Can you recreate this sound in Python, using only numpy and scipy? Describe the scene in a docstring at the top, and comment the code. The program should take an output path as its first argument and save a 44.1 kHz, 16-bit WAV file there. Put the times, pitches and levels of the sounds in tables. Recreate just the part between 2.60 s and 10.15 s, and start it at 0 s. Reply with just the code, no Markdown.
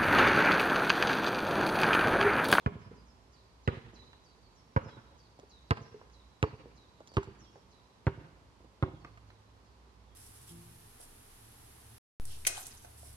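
"""A basketball dribbled slowly past a spaced microphone pair, from the right onto an outdoor court.
Each bounce squashes the ball (thump), slaps its skin and rings the shell and the air inside.
Walls, trees and a fence answer, less strongly as the player walks on. Near the microphones, hands
and shoes make small sounds; farther off, warblers sing in a wood over the hum of a distant town."""
import sys
import numpy as np
from scipy import signal
from scipy.fft import rfft, irfft, next_fast_len
from scipy.io import wavfile

SR = 44100
rng = np.random.default_rng(int(sys.argv[2]) if len(sys.argv) > 2 else 0)


def file_out(sig):
    """Save sig as 16-bit WAV at sys.argv[1]."""
    # one column per channel
    cols = np.atleast_2d(sig).T
    # limit, then scale
    lim = np.clip(cols, -1, 1)
    pcm = np.round(lim * 32767).astype(np.int16)
    wavfile.write(sys.argv[1], SR, pcm)


N = 332955
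TIME = np.arange(N) / SR

# Bounces, each on another patch of ball and ground; levels are relative. Each row: start in seconds,
# thump in dB, contact in ms, overtone in Hz and in dB against the thump, slap in dB, slap pitch
# in Hz, crack in dB, shell pitch in Hz, shell in dB, shell t60 in seconds, fence wash in dB and in Hz.
BALL_BOUNCES = [ (0.0615, -17, 10.6, 155, 2.5, -23.5, 1450, -26.5, 406, -31.5, 0.11, -54.5, 1760),
                (1.0762, -16, 10.2, 369, 0, -22, 1920, -22, 472, -32, 0.091, -49, 1900),
                (2.1630, -14.5, 10.2, 186, -13.5, -18.5, 1420, -39.5, 527, -26.5, 0.081, -45, 1300),
                (3.1078, -15, 10.45, 327, -2, -15.5, 1445, -12.5, 438, -32.5, 0.073, -58, 1200),
                (3.8278, -15.5, 10.54, 283, -2, -20, 1010, -17, 431, -22.5, 0.082, -51, 1090),
                (4.5688, -16, 11.68, 320, 1, -23.5, 1170, -19, 393, -22.5, 0.093, -50.5, 1490),
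                (5.4678, -14.3, 10.1, 278, -3, -23, 1270, -24, 392, -30, 0.14, -48.5, 1500),
                (6.2259, -15.7, 9.8, 286, -0.5, -23, 1200, -27, 376, -33.5, 0.22, -54, 1080)]
# The player's way past the microphones. Each row: time in seconds, lag at the left microphone in ms,
# wall echo delay in seconds, gain on all echoes in dB.
PLAYER_PATH = [(0, .45, 0.093, 0.5), (1.1, 0.41, 0.093, -1), (3.1, .3, 0.1, -6.5), (4.57, .2, .104, -4.5),
               (5.47, -.06, .108, -5), (6.25, -0.16, 0.11, -4)]
# Air modes inside the ball. Each row: pitch in Hz, level in dB, t60 in seconds.
AIR_MODES = [(958, -54, .3), (1097, -53, .3), (1270, -50, .1), (1620, -57, .18), (2172, -63, .5),
             (2345, -67, .5), (2855, -68, .7)]
# Skin flutter for a slap pitched at 1300 Hz. Each row: frequency in Hz, relative level in dB.
SKIN_SPECTRUM = [(150, -26), (330, 4), (520, 1), (780, 0.5), (1100, 6), (1800, -3.5), (2900, -22),
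                 (5000, -31), (9000, -55), (14000, -56.5)]
# Pebbled rubber striking the ground. Each row: frequency in Hz, relative level in dB.
CRACK_SPECTRUM = [(300, -15.5), (1500, 13), (3100, 11), (4300, -2.5), (6500, -11), (8500, -10),
                  (10500, -43), (14000, -21)]
# What trees and fence send back. Each row: frequency in Hz, relative level in dB.
TREE_SPECTRUM = [(40, -15.5), (100, -5), (200, 2), (400, 3), (800, 3), (1400, -3), (2500, -3), (5000, 1),
                 (12000, -21)]
# The crack scattered by fence and leaves. Each row: multiple of the wash pitch, relative level in dB.
WASH_SPECTRUM = [(.19, -10), (.6, 0.5), (1, 7), (1.5, -1.5), (2, -5.5), (3.2, -20.5), (5.5, -30),
                 (7, -56.5)]
# Hands on the rising ball. Each row: start in seconds, slap in dB, slap pitch in Hz, hollow ring in dB.
HAND_PATS = [(0.311, -39.5, 240, -50), (1.333, -45, 257, -65), (1.531, -51.5, 1900, -63),
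             (2.367, -45, 250, -69), (3.342, -47, 394, -45), (3.413, -44, 670, -62),
             (4.055, -45.5, 280, -44), (4.957, -49, 640, -51), (6.447, -37, 1070, -50.5),
             (6.703, -52.5, 1706, -71.5)]
# The ball's hollow answer to a palm. Each row: frequency in Hz, relative level in dB.
HOLLOW_SPECTRUM = [(200, -30.5), (340, -15), (400, -0.5), (480, -5.5), (560, -28), (1000, -37), (3000, -81)]
# Shoes on paving. Each row: start in seconds, heel in dB, heel pitch in Hz, grit in dB, t60 in seconds.
FOOTSTEPS = [(2.789, -48, 406, -74, 0.091), (2.832, -48.5, 450, -87, 0.055),
             (3.171, -38.5, 1210, -83, 0.045), (3.498, -53, 900, -74, 0.023), (4.404, -47, 558, -79, 0.064),
             (4.474, -65, 800, -60, 0.025), (4.517, -49, 650, -68, 0.021), (4.538, -58, 595, -67, 0.2),
             (4.629, -48.5, 1170, -65.5, 0.094), (6.005, -58, 398, -84, 0.041),
             (6.045, -46, 295, -81, 0.036), (6.574, -51, 1220, -75, 0.04)]
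# Grit crushed under a sole. Each row: frequency in Hz, relative level in dB.
GRIT_SPECTRUM = [(500, 0), (3500, 4.5), (7000, 4), (9000, -9), (11000, -18), (14000, -16)]
# Warblers off to the right. Each row: start in seconds, held pitch in Hz, relative level in dB.
BIRD_NOTES = [(0, 3300, -74), (.195, 5100, -71.5), (.345, 4880, -71), (.458, 5320, -70.5),
              (0.718, 4530, -66), (.735, 3980, -72), (1.035, 3970, -65), (1.338, 3970, -59.5),
              (1.434, 3980, -68.5), (1.636, 4560, -65.5), (1.812, 4450, -71.5), (1.947, 5480, -68),
              (2.228, 5200, -66.5), (2.272, 3300, -67.5), (2.28, 3900, -66), (2.577, 4530, -64.5),
              (2.892, 3924, -60.5), (3.207, 5560, -65), (3.52, 3936, -63.5), (3.82, 4500, -63),
              (4.154, 3930, -63.5), (4.465, 4560, -62.5), (4.787, 5500, -62.5), (4.833, 3260, -71),
              (5.105, 3940, -66), (6.33, 3300, -74), (6.39, 4400, -71.5), (6.671, 3990, -72),
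              (7.047, 4540, -74.5), (7.47, 3280, -79)]
# A note's shape. Each row: held pitch in Hz, pitch it dives from in Hz, seconds until it falls.
NOTE_CONTOURS = [(3300, 4200, .06), (3900, 6800, .075), (4550, 6800, .072), (5500, 6900, .048)]
# Distant town and leaves. Each row: frequency in Hz, relative level in dB.
TOWN_SPECTRUM = [(15, -57), (25, -24), (40, -2), (60, -3.5), (129, -12.5), (293, -15.5), (326, -19.5),
                 (382, -15.5), (511, -18.5), (1050, -24), (2780, -30.5), (4480, -31), (5840, -35),
                 (12300, -47.5), (14000, -55)]
# A far engine that slows and swells once. Each row: time in seconds, pitch in Hz, level in dB.
FAR_ENGINE = [(0, 112.4, -71.5), (6.1, 106.7, -77), (6.65, 104.5, -57), (7.1, 104.7, -72), (7.55, 107, -69)]


def dribble():
    """Every bounce, with the direction and the echoes of the spot the player has reached."""
    out, t = np.zeros((2, N)), TIME[:SR // 2]
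    for (start, thump_db, contact_ms, overtone_hz, overtone_db, slap_db, slap_hz, crack_db,
         shell_hz, shell_db, shell_t60, wash_db, wash_hz) in BALL_BOUNCES:
        contact_s = contact_ms / 1000
        late_ms, wall_s, echo_db = along(PLAYER_PATH, start)
        body = undb(thump_db) * (thump(t, contact_s) + undb(overtone_db) * overtone(t, overtone_hz))
        body += undb(slap_db) * slap(t, slap_hz, contact_s)
        snap = undb(crack_db) * crack(t, crack_db)
        ringing = ring(t, shell_hz, shell_db, shell_t60, contact_s)
        add(out, start, body + snap + ringing, late_ms)
        add(out, start, undb(echo_db) * court_echoes(t, body, ringing, snap, wall_s, wash_db, wash_hz))
    return out


def thump(t, contact_s):
    """The squashed ball loses volume and regains it; the air carries that volume's acceleration."""
    lift_off_s, skew = 0.00083, 0.75  # skew under 1: the ball flattens faster than it recovers
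    on_ground = (1 - np.tanh((t - contact_s) / lift_off_s)) / 2
    push = -np.cos(2 * np.pi * (t / contact_s) ** skew) * on_ground
    return butter(butter(push, hz=650, kind="low", order=1), hz=1900, kind="low")


def overtone(t, hz, rise_s=0.0079):
    """A brief low tone of a few cycles that colours each thump."""
    return -np.cos(2 * np.pi * hz * t) * fade(t, t60=0.039) * np.minimum(t / rise_s, 1)


def slap(t, hz, contact_s):
    """Air squeezed from under the ball rings briefly; the skin flutters at touch-down and lift-off."""
    squeeze = -np.sin(2 * np.pi * hz * t) * fade(t, t60=0.0087)
    flutter = fade(t, t60=0.061) + undb(-2) * fade(t - contact_s, t60=0.01)
    skin = [(f * (hz / 1300) ** 0.17, db) for f, db in SKIN_SPECTRUM]
    return squeeze + undb(-6) * colour(rng.standard_normal(len(t)) * flutter, skin)


def crack(t, force_db):
    """A sharp first touch, then a crunch as the contact patch spreads; harder touches are brighter."""
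    touch = undb(5) * (t == 0)
    crunch = undb(-3) * fade(t, t60=0.0038) + undb(-17) * fade(t, t60=0.025)
    sound = colour(crunch * rng.standard_normal(len(t)) - touch, CRACK_SPECTRUM)
    return butter(sound, hz=12000 * undb(1.3 * (force_db + 18)), kind="low")


def ring(t, shell_hz, shell_db, shell_t60, contact_s):
    """The shell hums hollowly once it leaves the ground; the enclosed air pings on."""
    airborne_s = t - contact_s
    hum = np.sin(2 * np.pi * shell_hz * airborne_s) * fade(airborne_s, shell_t60)
    air = sum(undb(db + rng.uniform(-2.1, 1.8)) * np.sin(2 * np.pi * hz * t) * fade(t, t60)
              for hz, db, t60 in AIR_MODES)
    return undb(shell_db - 1.5) * hum + air


def court_echoes(t, body, ringing, snap, wall_s, wash_db, wash_hz):
    """From around the court: dull echoes off two walls, scatter off trees, a bright wash off the fence."""
    out = np.zeros((2, N))
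    wall = butter(butter(body + ringing, hz=450, kind="low"), hz=105, kind="high", order=1)
    add(out, wall_s, undb(-14) * wall)
    add(out, wall_s + 0.107, undb(-28.5) * wall)  # the farther wall
    to_trees = body + undb(3.5) * snap + undb(-16) * ringing
    trees = scatter(to_trees, early_t60=0.063, late_t60=1.165, late_db=-14.5)
    add(out, 0, undb(-15.5) * colour(trees, TREE_SPECTRUM))
    decay = fade(t, t60=0.18) + undb(-3.5) * fade(t, t60=1.0)
    envelope = decay * (1 - np.exp(-t / 0.018)) * (1 - (t / t[-1]) ** 6)
    wash = diffuse(len(t)) * envelope * undb(4.3 * wander(70, t))
    fence = [(multiple * wash_hz, db) for multiple, db in WASH_SPECTRUM]
    add(out, 0, undb(wash_db) * colour(wash, fence))
    return out


def hands():
    """Close by, a palm meets the ball, which answers hollowly; the trees scatter the pat."""
    out, t = np.zeros((2, N)), TIME[:SR // 4]
    for start, slap_db, hz, hollow_db in HAND_PATS:
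        hollow = colour(rng.standard_normal(len(t)) * fade(t, t60=0.086), HOLLOW_SPECTRUM)
        pat = undb(slap_db) * knock(t, hz, t60=0.034) + undb(hollow_db) * hollow
        add(out, start, pat, late_ms=0.15)
        add(out, start, undb(-9) * scatter(pat, early_t60=0.13, late_t60=0.58, late_db=8))
    return out


def shoes():
    """Close by on the right, heels land and grit crunches under the soles."""
    out, t = np.zeros((2, N)), TIME[:SR // 4]
    for start, heel_db, hz, grit_db, t60 in FOOTSTEPS:
        grains = rng.standard_normal(len(t)) * np.exp(1.1 * rng.standard_normal(len(t)))
        grit = colour(grains * fade(t, t60), GRIT_SPECTRUM)
        add(out, start, undb(heel_db) * knock(t, hz, t60) + undb(grit_db) * grit, late_ms=0.23)
    return out


def knock(t, hz, t60):
    """The soft, broad knock of a palm or heel: dying noise that peaks at hz."""
    spectrum = [(hz / 8, -14), (hz / 2, -4), (hz, 0), (hz * 2, -11), (hz * 8, -44), (hz * 16, -62)]
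    return fade(t, t60) * colour(rng.standard_normal(len(t)), spectrum)


def warblers():
    """Each note dives onto a held pitch, then fades as it slides off; the wood blurs and prolongs it."""
    dive_s, fall_s, end_hz, waver_depth_hz = 0.013, 0.028, 3350, 25
    song = np.zeros((2, N))
    for start, held_hz, db in BIRD_NOTES:
        top_hz, hold_s = along(NOTE_CONTOURS, held_hz)
        t = TIME[:int((hold_s + fall_s) * SR)]
        dive = np.exp(-(t / dive_s) ** 2)
        fall = np.clip((t - hold_s) / fall_s, 0, 1)
        waver = waver_depth_hz * np.sin(2 * np.pi * (rng.uniform(21.3, 62) * t + rng.random()))
        hz = held_hz + (top_hz - held_hz) * dive + (end_hz - held_hz) * fall + waver
        envelope = np.minimum(t / 0.013, 1) ** 0.39 * (1 - fall ** 8) * undb(-15 * fall)
        add(song, start, undb(db) * envelope * np.sin(2 * np.pi * np.cumsum(hz) / SR), late_ms=0.24)
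    leaves = scatter(song[1], early_t60=0.1, late_t60=0.5, late_db=-22)
    wood = scatter(song[1], early_t60=0.6, late_t60=2, late_db=-2)
    return undb(-4) * song + (undb(-3) * leaves + wood)[:, :N]


def town():
    """Far off: traffic and leaves, a band of tyre noise, a swelling rumble and one wavering engine."""
    hum = undb(-61.5) * colour(diffuse(N), TOWN_SPECTRUM)
    tyre_band = [(500, -32.5), (850, -1), (1020, 2), (1300, -7.5), (2500, -36), (6000, -64.5)]
    tyres = undb(-71.5) * colour(diffuse(N), tyre_band)
    rumble_band = [(30, -41), (50, -15.5), (60, 13), (72, -22.5), (130, -38), (500, -77)]
    rumble = undb(-64.5) * colour(diffuse(N), rumble_band) * undb(2 * wander(per_s=0.98))
    hz, db = along(FAR_ENGINE, TIME)
    engine = undb(db) * np.sin(2 * np.pi * np.cumsum(hz + 2.7 * wander(per_s=21)) / SR)
    return butter(hum + tyres + rumble + engine, hz=54, kind="high", order=5)


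def scatter(x, early_t60, late_t60, late_db):
    """Open-air reverberation: quick scatter from near by, then a longer tail from the trees."""
    t = TIME[:SR]
    decay = fade(t, early_t60) + undb(late_db) * fade(t, late_t60)
    tail = diffuse(SR) * decay * (1 - np.exp(-t / 0.0053))
    tail /= np.sqrt(np.sum(tail ** 2) / 2)
    clumps = undb(4 * np.clip(wander(80, t), -2, 2))  # trunks and fence posts answer in clumps
    return signal.fftconvolve(x[None], tail * clumps / np.sqrt(np.mean(clumps ** 2)), axes=1)


def diffuse(n, spacing_s=0.00046):
    """Noise from all sides at two spaced microphones: alike in the bass, unrelated in the treble."""
    alike = 0.9 * np.sinc(2 * np.fft.rfftfreq(n, 1 / SR) * spacing_s)
    mid, side = rfft(rng.standard_normal((2, n))) * np.sqrt([(1 + alike) / 2, (1 - alike) / 2])
    return irfft([mid + side, mid - side], n)


def add(out, start_s, x, late_ms=0):
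    """Mix a sound in at start_s; it reaches the left microphone late_ms after the right."""
    arrivals = (start_s + late_ms / 1000, start_s)
    for row, part, arrival in zip(out, np.broadcast_to(x, (2, x.shape[-1])), arrivals):
        i = int(np.clip(round(arrival * SR), 0, N))
        row[i:i + len(part)] += part[:N - i]


def colour(x, points):
    """Causal filter with the given (Hz, dB) outline and unit power gain."""
    n = 2 * next_fast_len(x.shape[-1])
    hz, db = np.transpose(points)
    gain = undb(np.interp(np.log(np.fft.rfftfreq(n, 1 / SR) + 1), np.log(hz), db))
    cepstrum = irfft(np.log(gain / np.sqrt(np.mean(gain ** 2))))
    fold = np.r_[1, np.full(n // 2 - 1, 2), 1, np.zeros(n // 2 - 1)]  # gives minimum phase
    return irfft(rfft(x, n) * np.exp(rfft(cepstrum * fold)))[..., :x.shape[-1]]


def butter(x, hz, kind, order=2):
    """Causal low-, high- or band-pass."""
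    return signal.sosfilt(signal.butter(order, np.minimum(hz, 0.45 * SR), kind, fs=SR, output="sos"), x)


def fade(t, t60):
    """Exponential decay from t = 0, down 60 dB after t60 seconds."""
    return (t >= 0) * np.exp(-np.log(1000) * np.maximum(t, 0) / t60)


def wander(per_s, t=TIME):
    """Random values, per_s of them a second, joined by straight lines."""
    knots = np.arange(0, t[-1] + 1, 1 / per_s)
    return np.interp(t, knots, rng.standard_normal(len(knots)))


def along(curve, at):
    """A table's other columns, interpolated along its first."""
    knots, *columns = np.transpose(curve)
    return [np.interp(at, knots, column) for column in columns]


def undb(db):
    """Decibels to gain."""
    return 10 ** (np.asarray(db) / 20)


def scene():
    """Ball and player near the microphones, warblers beyond the court, the town in the distance."""
    near = dribble() + hands() + shoes()
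    # the wind filter takes the deep bass from the near sounds, which makes each thump swing
    near = butter(butter(near, hz=84, kind="high"), hz=38, kind="high", order=3)
    # sound from the court meets the left microphone with a lift in the upper middle
    lift = undb([[-21.5], [-40]]) * butter(near, hz=[750, 2700], kind="band", order=1)
    return near + lift + warblers() + town()


def record(dry):
    """The left microphone is 3 dB less sensitive than the right; the top is cut at 13.5 kHz."""
    pair = dry * undb([[-1.5], [1.5]])
    return signal.sosfilt(signal.ellip(8, 0.2, 70, 13500, fs=SR, output="sos"), pair)


dry = scene()
out = record(dry)
file_out(out)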